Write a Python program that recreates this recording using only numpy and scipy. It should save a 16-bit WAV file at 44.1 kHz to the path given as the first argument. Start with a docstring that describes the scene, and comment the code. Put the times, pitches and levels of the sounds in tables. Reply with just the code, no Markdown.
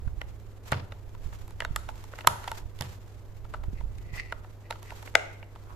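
"""Closing a toy train's battery cover

Gloved hands press a battery into a hollow plastic toy train, then slide its cover on and snap it shut.
Each contact scuffs and briefly rings the shell; fingertips pat it, and the latch rings the cover.
Gloves, cover and thumb rub as grainy noise; hard pushes boom the table and set loose parts rattling.
Hands bump and rumble the microphone. A small room answers the plastic, over room air and a mains hum."""
import sys
import numpy as np
from scipy import signal
from scipy.fft import rfft, irfft, next_fast_len
from scipy.io import wavfile
from scipy.ndimage import uniform_filter1d

SR = 44100
rng = np.random.default_rng(int(sys.argv[2]) if len(sys.argv) > 2 else 0)


def wrap_up_sound(samples):
    """Save the sound to the file named by the first command line argument, as 16-bit audio."""
    columns = np.atleast_2d(samples).T
    # keep every value between -1 and 1, then stretch to whole-number steps
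    tamed = np.clip(columns, -1, 1)
    steps = np.round(tamed * 32767).astype(np.int16)
    wavfile.write(sys.argv[1], SR, steps)


N = 253737
TIME = np.arange(N) / SR

# plastic contacts, from battery to cover: (time [s], level [dB], pitch the struck spot favours [Hz],
# hardness [dB per octave], treble left over right [dB], held within 10 either way)
CLICKS = [(.2153, -37, 2220, -1, -7), (0.7192, -30, 920, 2.5, 10), (0.7218, -23.3, 1540, -3, -13),
          (.731, -32.5, 2090, -2.5, -13), (.743, -41.5, 1400, -2, -6), (0.9213, -44, 4060, -2, 0),
          (1.479, -53, 900, 3.5, 0), (1.507, -54, 800, 3, 0), (1.6038, -30.5, 2050, 1, 0),
          (1.621, -35.5, 1700, -3, -8), (1.6489, -31, 1650, 0, -4), (1.7609, -26.5, 1400, 3.5, 0),
          (1.8888, -34.5, 980, -1, 2), (2.04, -47.5, 895, 4, 0), (2.136, -42.5, 1610, -6.5, 0),
          (2.1877, -40.5, 1900, -2.5, -6), (2.209, -44, 3200, 0, 5), (2.2465, -38.5, 1690, -8.5, 10),
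          (2.271, -22.5, 900, 3, -7.5), (2.2728, -12, 1200, 2.2, -5), (2.442, -41.5, 1280, 0.5, -3),
          (2.4765, -33, 960, -1, -10), (2.48, -38.5, 3200, 4, 1), (2.516, -32, 1020, 0.5, -5),
          (2.789, -50, 3200, 5, -11), (2.8095, -34, 4360, 1.5, -14), (2.822, -42.5, 2825, 8.5, -14),
          (3.5383, -37, 1390, -3, 1), (3.5439, -36.5, 1340, -4, 12), (3.638, -48, 900, -0.5, -2),
          (3.8088, -47.5, 823, -4.5, 4), (3.984, -56.5, 1820, 5.5, -3.5), (4.3237, -31, 1620, -2, 0),
          (4.7042, -38, 900, -1, -1.5), (4.708, -33, 4340, -1.2, 0.5), (4.725, -41, 1680, -0.5, -3),
          (4.829, -49, 700, 3.5, -8), (4.905, -43, 2040, 0, -1), (4.92, -41, 960, -8, 4.5),
          (5.027, -47, 810, 1.5, -1), (5.076, -45, 2300, -3, -1), (5.151, -28, 1750, -1.5, 8),
          (5.428, -46, 2460, -3.5, 3)]
# gloved fingertips patting the shell as they find their hold: (time [s], level [dB])
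PATS = [(.077, -50.5), (1.149, -52), (1.3283, -48), (3.451, -52), (4.446, -51), (4.758, -49),
        (5.5592, -48.5)]
# the toy's weight landing on the table: (time [s], level [dB])
KNOCKS = [(0.722, -21.5), (2.274, -29), (2.808, -28.5)]
# edges of the shell's hollow, knock, clack, snap and tick registers: (frequency [Hz])
REGISTER_HZ = [450, 750, 1150, 1800, 3200, 14000]

FAVOUR_DB, FAVOUR_OCTAVES = 11.5, 0.41  # how much, and how widely, the struck spot lifts its own pitch
CHATTER_S = .001  # time constant of a contact's chatter
LEAD_S = .005  # quiet ahead of each contact
CONTACT_TIME = np.arange(2048) / SR - LEAD_S
CONTACT_HZ = np.fft.rfftfreq(len(CONTACT_TIME), 1 / SR)
HISS_TOP_HZ = 14400  # upper edge of rubbing, rumble and room air
RELEASE_S = .07  # time for a rub to fall 60 dB once the hand lets go


def amp(db):
    """Turns decibels into gain."""
    return 10 ** (np.asarray(db) / 20)


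def evened(x):
    """Scales to an rms of one."""
    return x / np.sqrt(np.mean(x ** 2) + 1e-20)


def read(points, hz, column=1):
    """Reads between a table's points on a log-frequency axis."""
    columns = np.transpose(points)
    return np.interp(np.log(hz + 1), np.log(columns[0] + 1), columns[column])


def sides(db):
    """Left and right gains for a level difference; a negative one favours the right."""
    return evened(amp([[db / 2], [-db / 2]]))


def add(mix, s, sound):
    """Mixes a sound in at time s, cutting it off at the end."""
    part = mix[:, max(round(s * SR), 0):][:, :sound.shape[1]]
    part += sound[:, :part.shape[1]]


def colour(x, tone):
    """Gives a sound a spectrum, at an rms of one."""
    size = next_fast_len(N)
    hz = np.fft.rfftfreq(size, 1 / SR)
    gain = amp(read(tone, hz)) * (hz < HISS_TOP_HZ)
    return evened(irfft(rfft(x, size) * gain, size)[..., :N])


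def noise(size, alike):
    """Two channels of white noise that are partly the same."""
    left, other = rng.standard_normal((2, size))
    alike = np.clip(alike, 0, 1)
    return np.array([left, alike * left + np.sqrt(1 - alike ** 2) * other])


def background():
    """Still room air as shaped noise, and the mains hum as one sine."""
    # room air: (frequency [Hz], relative level per Hz [dB])
    air_tone = [(130, -6), (220, -10), (380, -6), (1200, -21), (2400, -31.5), (8000, -46.5), (14000, -38)]
    hum_hz, hum_db = 100.4, -48.5  # dB rms
    hum = amp(hum_db) * np.sqrt(2) * np.sin(2 * np.pi * hum_hz * TIME)
    return hum + amp(-56.0) * colour(noise(N, 0.85), air_tone)


def handling(bump_cycles=0.24):
    """Dead bumps of the moving hands and the low rumble that grows around them, mostly on the right."""
    # soft bumps of the hands: (time [s], peak level before panning [dB], pitch [Hz])
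    hand_bumps = [(0.072, -19.5, 64.4), (1.258, -23, 53), (1.708, -20.5, 71), (2.654, -26.5, 52),
                  (3.681, -20, 66.5), (3.731, -27, 146), (3.836, -21.5, 45.7), (4.133, -26, 57.8)]
    # rumble: (frequency [Hz], relative level per Hz [dB])
    rumble_tone = [(60, 6), (160, -15), (4000, -80)]
    # rumble at rest; added rumble against each bump; its time constant before and after the bump
    steady_db, unrest_db, unrest_s = -48.5, -15, 0.23
    unrest = 0
    for s, db, hz in hand_bumps:
        fade_db = 20 * np.log10(np.e) * abs(TIME - s) / unrest_s
        unrest = unrest + amp(db + unrest_db - fade_db) ** 2
    rumble = colour(noise(N, 0.47), rumble_tone)
    out = rumble * np.sqrt(amp(steady_db) ** 2 + unrest) * sides(-7.0)
    t = np.arange(SR // 4) / SR
    for s, db, hz in hand_bumps:
        swell = hz * t / bump_cycles
        envelope = swell ** 2 * np.exp(2 - 2 * swell)  # peaks at one when swell is one
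        add(out, s, amp(db) * envelope * np.sin(2 * np.pi * hz * t) * sides(-34.0))
    return out


def rub(gain, tone, slip_db, slips_per_s=300, grain_db=2.2, flutter_db=3.0):
    """Friction: a fine hiss with many tiny slips of uneven size, catching and letting go."""
    slip_starts = rng.random(N) < slips_per_s / SR
    slip_size = amp(grain_db * np.minimum(rng.exponential(1, N), 4))
    slips = slip_starts * slip_size * noise(N, 0.17)
    # smoothed noise makes the level wander
    catch = evened(uniform_filter1d(uniform_filter1d(rng.standard_normal(N), size=500), size=500))
    grit = noise(N, 0.06) + amp(slip_db) * evened(slips)
    return colour(grit, tone) * gain * amp(flutter_db * catch)


def stroke(rows, swell_db):
    """Gain of a series of rubs: each swells while the hand pushes and dies when it lets go."""
    gain = np.zeros(N)
    for start, length, db in rows:
        progress = np.clip((TIME - start) / length, 0, 1)
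        released_s = np.maximum(TIME - start - length, 0)
        gain += progress * amp(db - swell_db * (1 - progress) ** 2 - 60 * released_s / RELEASE_S)
    return gain


def gloves():
    """Gloves stroke the plastic as grainy noise, over a faint rustle while they only hold the toy."""
    # strokes: (start [s], length [s], level at the end of the push [dB])
    glove_strokes = [(.65, 0.044, -48.5), (1.17, .25, -61), (1.62, .6, -57), (2.35, .24, -49.5),
                     (2.76, 0.19, -50.5), (4.125, 0.042, -45), (4.72, 0.38, -55.5)]
    # rubbing gloves: (frequency [Hz], relative level per Hz [dB])
    glove_tone = [(300, -1), (1000, 2.5), (2500, -3.5), (5300, -8), (7300, -7), (9500, -16.5),
                  (12500, -12.5)]
    grip_db = -64.5
    gain = amp(grip_db) + stroke(glove_strokes, swell_db=0)
    return rub(gain, glove_tone, slips_per_s=95, slip_db=-10.5) * sides(-1.8)


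def scuffs():
    """Parts scrape along each other just before and after they touch: brief gritty friction."""
    # scuffing plastic: (frequency [Hz], relative level per Hz [dB])
    scuff_tone = [(400, -3), (1000, 4), (2200, -1.5), (4000, -10.5), (15000, -32)]
    # level against the contact; the highest level set; time to fall 60 dB either side
    scuff_db, max_db, scuff_s = -6, -48, 0.047
    coarse_time = TIME[::64]
    gain = 0
    for s, db, *_ in CLICKS + PATS:
        gain = gain + amp(min(db + scuff_db, max_db) - 60 * abs(coarse_time - s) / scuff_s)
    gain = np.interp(TIME, coarse_time, gain)
    return rub(gain, scuff_tone, slips_per_s=830, slip_db=7.5) * sides(-2)


def registers(db, spot_hz, hardness_db):
    """Shares a level among the shell's registers: harder is brighter, and the spot favours one pitch."""
    edges = np.log2(REGISTER_HZ)
    octaves = (edges[1:] + edges[:-1]) / 2 - np.log2(spot_hz)
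    shape_db = hardness_db * octaves + FAVOUR_DB * np.exp(-(octaves / FAVOUR_OCTAVES) ** 2 / 2)
    return db + shape_db - 20 * np.log10(np.linalg.norm(amp(shape_db)))


def causal(gain):
    """Gives a gain curve the phase of a real resonator, so that nothing sounds before the blow."""
    cepstrum = irfft(np.log(gain + 1e-9))
    size = cepstrum.shape[-1]
    # move the half that lies before time zero to after it
    fold = 1 + np.sign(size / 2 - np.arange(size)) * (np.arange(size) > 0)
    return np.exp(rfft(cepstrum * fold))


def ten_ms_db(z):
    """Level of a contact's spectrum, as if it lasted ten milliseconds."""
    return 10 * np.log10(np.sum(abs(z) ** 2) / len(CONTACT_TIME) / (SR / 100))


def struck(modes, detune, neighbour_sign, crack=0, channel_spread=1.2):
    """Two-channel spectrum of a struck plastic part: a short burst of chatter rings its modes."""
    t, hz = CONTACT_TIME, CONTACT_HZ
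    # the surfaces touch many times in quick succession, which drives the modes
    chatter = rfft(rng.standard_normal(len(t)) * np.exp(-abs(t) / CHATTER_S) * (t > 0))
    chatter = chatter / causal(abs(chatter) ** .75)  # drives the modes more evenly
    body = crack * np.ones((2, len(hz)), complex)
    for k, (mode_hz, db, t60) in enumerate(modes):
        # the grip can shift each mode a little, and high modes reach the two channels out of step
        offset_hz = hz - mode_hz * (1 + detune * rng.standard_normal())
        turn = channel_spread * np.tanh(mode_hz / 3500) * rng.standard_normal() * np.array([[.5], [-.5]])
        resonance = 1 / (1 + 2j * np.pi * offset_hz * t60 / np.log(1000))
        body += neighbour_sign ** k * amp(db) * np.exp(1j * turn) * resonance
    # a small part radiates little below its first mode, and soft plastic little in the top treble
    below = REGISTER_HZ[0] / (1j * hz + 1)
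    low_cut = (1 + below + below ** 2) * (1 + below)
    return chatter * body / low_cut / (1 + (hz / REGISTER_HZ[-1]) ** 20)


def radiate(z, treble_db, lag_s=.00002):
    """Turns a contact's spectrum into sound; only the treble is beamed to one side."""
    treble = np.clip(np.log2((CONTACT_HZ + 1) / REGISTER_HZ[2]), 0, 1)
    balance_db = np.clip(treble_db, -10, 10) * treble
    balance = amp(np.array([balance_db, -balance_db]) / 2)
    z = z * causal(balance / np.sqrt(np.mean(balance ** 2, axis=0)))
    left_lag_s = lag_s  # the left channel hears the contact a little later
    z[0] *= np.exp(-2j * np.pi * CONTACT_HZ * left_lag_s)
    return irfft(z) * signal.windows.tukey(len(CONTACT_TIME), 1 / 10)


def click(db, spot_hz, hardness_db, crack_db=-17, spot_lift_db=7):
    """Spectrum of one contact on the shell: where and how hard it lands sets each register."""
    # modes of the shell with its batteries: (frequency [Hz], relative level [dB], time to fall 60 dB [s])
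    shell_modes = [(611, -9, 0.017), (842, 6, 0.024), (958, 5, 0.026), (1400, 5.5, 0.014),
                   (1363, 4, 0.0077), (1780, 0, 0.012), (2027, 5.5, 0.0097), (2853, 4.5, 0.012),
                   (3550, 4.5, 0.009), (4400, 4, 0.012), (5420, -3, 0.0082), (7150, 1, 0.0047),
                   (11270, -7, 0.0015)]
    hz, levels_db = CONTACT_HZ, registers(db, spot_hz, hardness_db)
    # a hard contact, with more tick than snap, reaches further up the treble than a soft one
    octaves_up = np.clip(np.log2((hz + 1) / REGISTER_HZ[-2]), 0, 2)
    reach_db = max(levels_db[-1] - levels_db[-2], -3) * octaves_up
    # within a register, the modes nearest the struck spot's pitch ring most
    lift_db = spot_lift_db * np.exp(-(np.log2((hz + 1) / spot_hz) / FAVOUR_OCTAVES) ** 2 / 2)
    z = struck(shell_modes, detune=.044, neighbour_sign=-0.99, crack=amp(crack_db))
    z = z * causal(amp(reach_db + lift_db))
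    # bring each register to its level
    gains = []
    for lo, hi, level_db in zip(REGISTER_HZ, REGISTER_HZ[1:], levels_db):
        gain_db = level_db - ten_ms_db(z[:, (hz >= lo) & (hz < hi)])
        gains += [(lo * 1.1, gain_db), (hi / 1.1, gain_db)]
    return z * causal(amp(read(gains, hz)))


def clicks():
    """Battery, springs and cover knock on the shell and ring it; fingertips pat it more dully."""
    pat_hz, pat_hardness_db = 1150, -2  # the pitch pats favour; dB per octave
    out = np.zeros((2, N))
    for s, db in PATS:
        add(out, s - LEAD_S, radiate(click(db, pat_hz, pat_hardness_db), 0))
    for s, db, spot_hz, hardness_db, treble_db in CLICKS:
        add(out, s - LEAD_S, radiate(click(db, spot_hz, hardness_db), treble_db))
    return out


def table():
    """Hard pushes pass through the wheels and make the table boom: a sum of dying sines."""
    # modes of the table top: (frequency [Hz], level against the knock [dB], time to fall 60 dB [s])
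    table_modes = [(87.4, -10, 0.8), (113.3, -8.5, 0.47), (132, -6.5, 0.31), (187.8, -18, 0.51)]
    out, t = np.zeros((2, N)), np.arange(SR) / SR
    boom = sum(amp(db - 60 * t / t60) * np.sin(2 * np.pi * hz * t) for hz, db, t60 in table_modes)
    for s, db in KNOCKS:
        add(out, s, amp(db) * boom * sides(-1.5))
    return out


def rattle(t60=0.27):
    """Loose wheels and gears chatter on after each hard push, as dense grainy noise that dies away."""
    # rattling parts: (frequency [Hz], relative level per Hz [dB])
    rattle_tone = [(120, -7.5), (300, 4.5), (2400, -6), (5000, -13.5), (15000, -56.5)]
    shaking = sum(amp(db - 60 * abs(TIME - s) / t60) * (TIME > s) for s, db in KNOCKS)
    return amp(-13) * rub(shaking, rattle_tone, slips_per_s=900, slip_db=3)


def cover():
    """Pushes scrape the cover's edge along its seat, as friction that swells with each push."""
    # pushes: (start [s], length [s], level at the end of the push [dB])
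    cover_pushes = [(3.73, 0.062, -56), (3.85, 0.47, -54), (4.135, 0.068, -35), (4.63, .04, -54),
                    (4.83, 0.066, -53)]
    # scraping cover: (frequency [Hz], relative level per Hz [dB])
    cover_tone = [(400, -22), (1650, -6), (1980, 15), (2200, 6), (2620, 4.5), (3250, -12), (4400, -5.5),
                  (12000, -31)]
    return rub(stroke(cover_pushes, swell_db=3.5), cover_tone, slip_db=2)


def latch(soft_hz=3800):
    """The latch springs over its catch and rings the seated cover, softened in the treble."""
    # the latch snapping home: (time [s], level [dB], treble left over right [dB])
    latch_snap = (5.1535, -11.8, 10)
    # modes of the seated cover: (frequency [Hz], relative level [dB], time to fall 60 dB [s])
    cover_modes = [(690, 0, 0.042), (834, -1.5, .018), (1550, 1.5, 0.011), (2090, 5.5, 0.009),
                   (2790, -7, 0.016), (3350, -10.5, .008), (5300, -16, 0.003), (6450, -13, 0.0075)]
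    out, (s, db, treble_db) = np.zeros((2, N)), latch_snap
    z = struck(cover_modes, detune=0, neighbour_sign=1)
    z = z / (1 + 1j * CONTACT_HZ / soft_hz)
    add(out, s - LEAD_S, radiate(z * amp(db - ten_ms_db(z)), treble_db))
    return out


def thumb():
    """The thumb shifts its hold on the shell: one soft stroke of friction."""
    # strokes: (start [s], length [s], level at the end of the push [dB])
    thumb_strokes = [(5.64, 0.091, -53.5)]
    # rubbing thumb: (frequency [Hz], relative level per Hz [dB])
    thumb_tone = [(500, -24), (950, -1.5), (1300, -0.5), (1800, -16), (6000, -32)]
    return rub(stroke(thumb_strokes, swell_db=-3.5), thumb_tone, slip_db=-11.0)


def room(x, build_s=0.007):
    """Sparse reflections of random sign, each band dying at its own speed."""
    # the room: (frequency [Hz], time to fall 60 dB [s], relative level [dB])
    room_bands = [(200, 0.75, 5.5), (680, 0.45, 5.5), (1965, 0.62, -5), (7200, 0.45, 2),
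                  (14000, 0.43, -0.5)]
    taps = rng.choice([-1., 1.], (2, SR)) * (rng.random((2, SR)) < .15)
    hz, t, z = signal.stft(taps, SR, nperseg=256)
    fade_db = read(room_bands, hz, 2)[:, None] - 60 * t / read(room_bands, hz)[:, None]
    tail = signal.istft(z * amp(fade_db), SR, nperseg=256)[1]
    tail = tail * np.minimum(np.arange(tail.shape[1]) / SR / build_s, 1)  # builds up over build_s
    tail = tail / np.linalg.norm(tail[0])
    return signal.fftconvolve(x.mean(axis=0)[None], tail, axes=1)[:, :N]


def reflections(rubbing, count=6, latch_db=1.5):
    """The toy throws a different mix of its modes at each wall, so together the reflections sound even."""
    walls = sum(room(clicks() + amp(latch_db) * latch() + rubbing) for _ in range(count))
    return walls / count ** .5


def scene():
    """The toy close to the microphone, in a small quiet room."""
    rubbing = gloves() + scuffs() + rattle() + cover() + thumb()
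    toy = clicks() + latch() + rubbing
    return toy + amp(-13.4) * reflections(rubbing) + table() + handling() + background()


def record(dry):
    """Clips at full scale, then takes away the highest treble."""
    edge_hz = 16200
    low_pass = signal.firwin(511, edge_hz, window=("kaiser", 9), fs=SR)
    return signal.oaconvolve(np.clip(dry, -1, 1), low_pass[None], "same")


dry = scene()
out = record(dry)
wrap_up_sound(out)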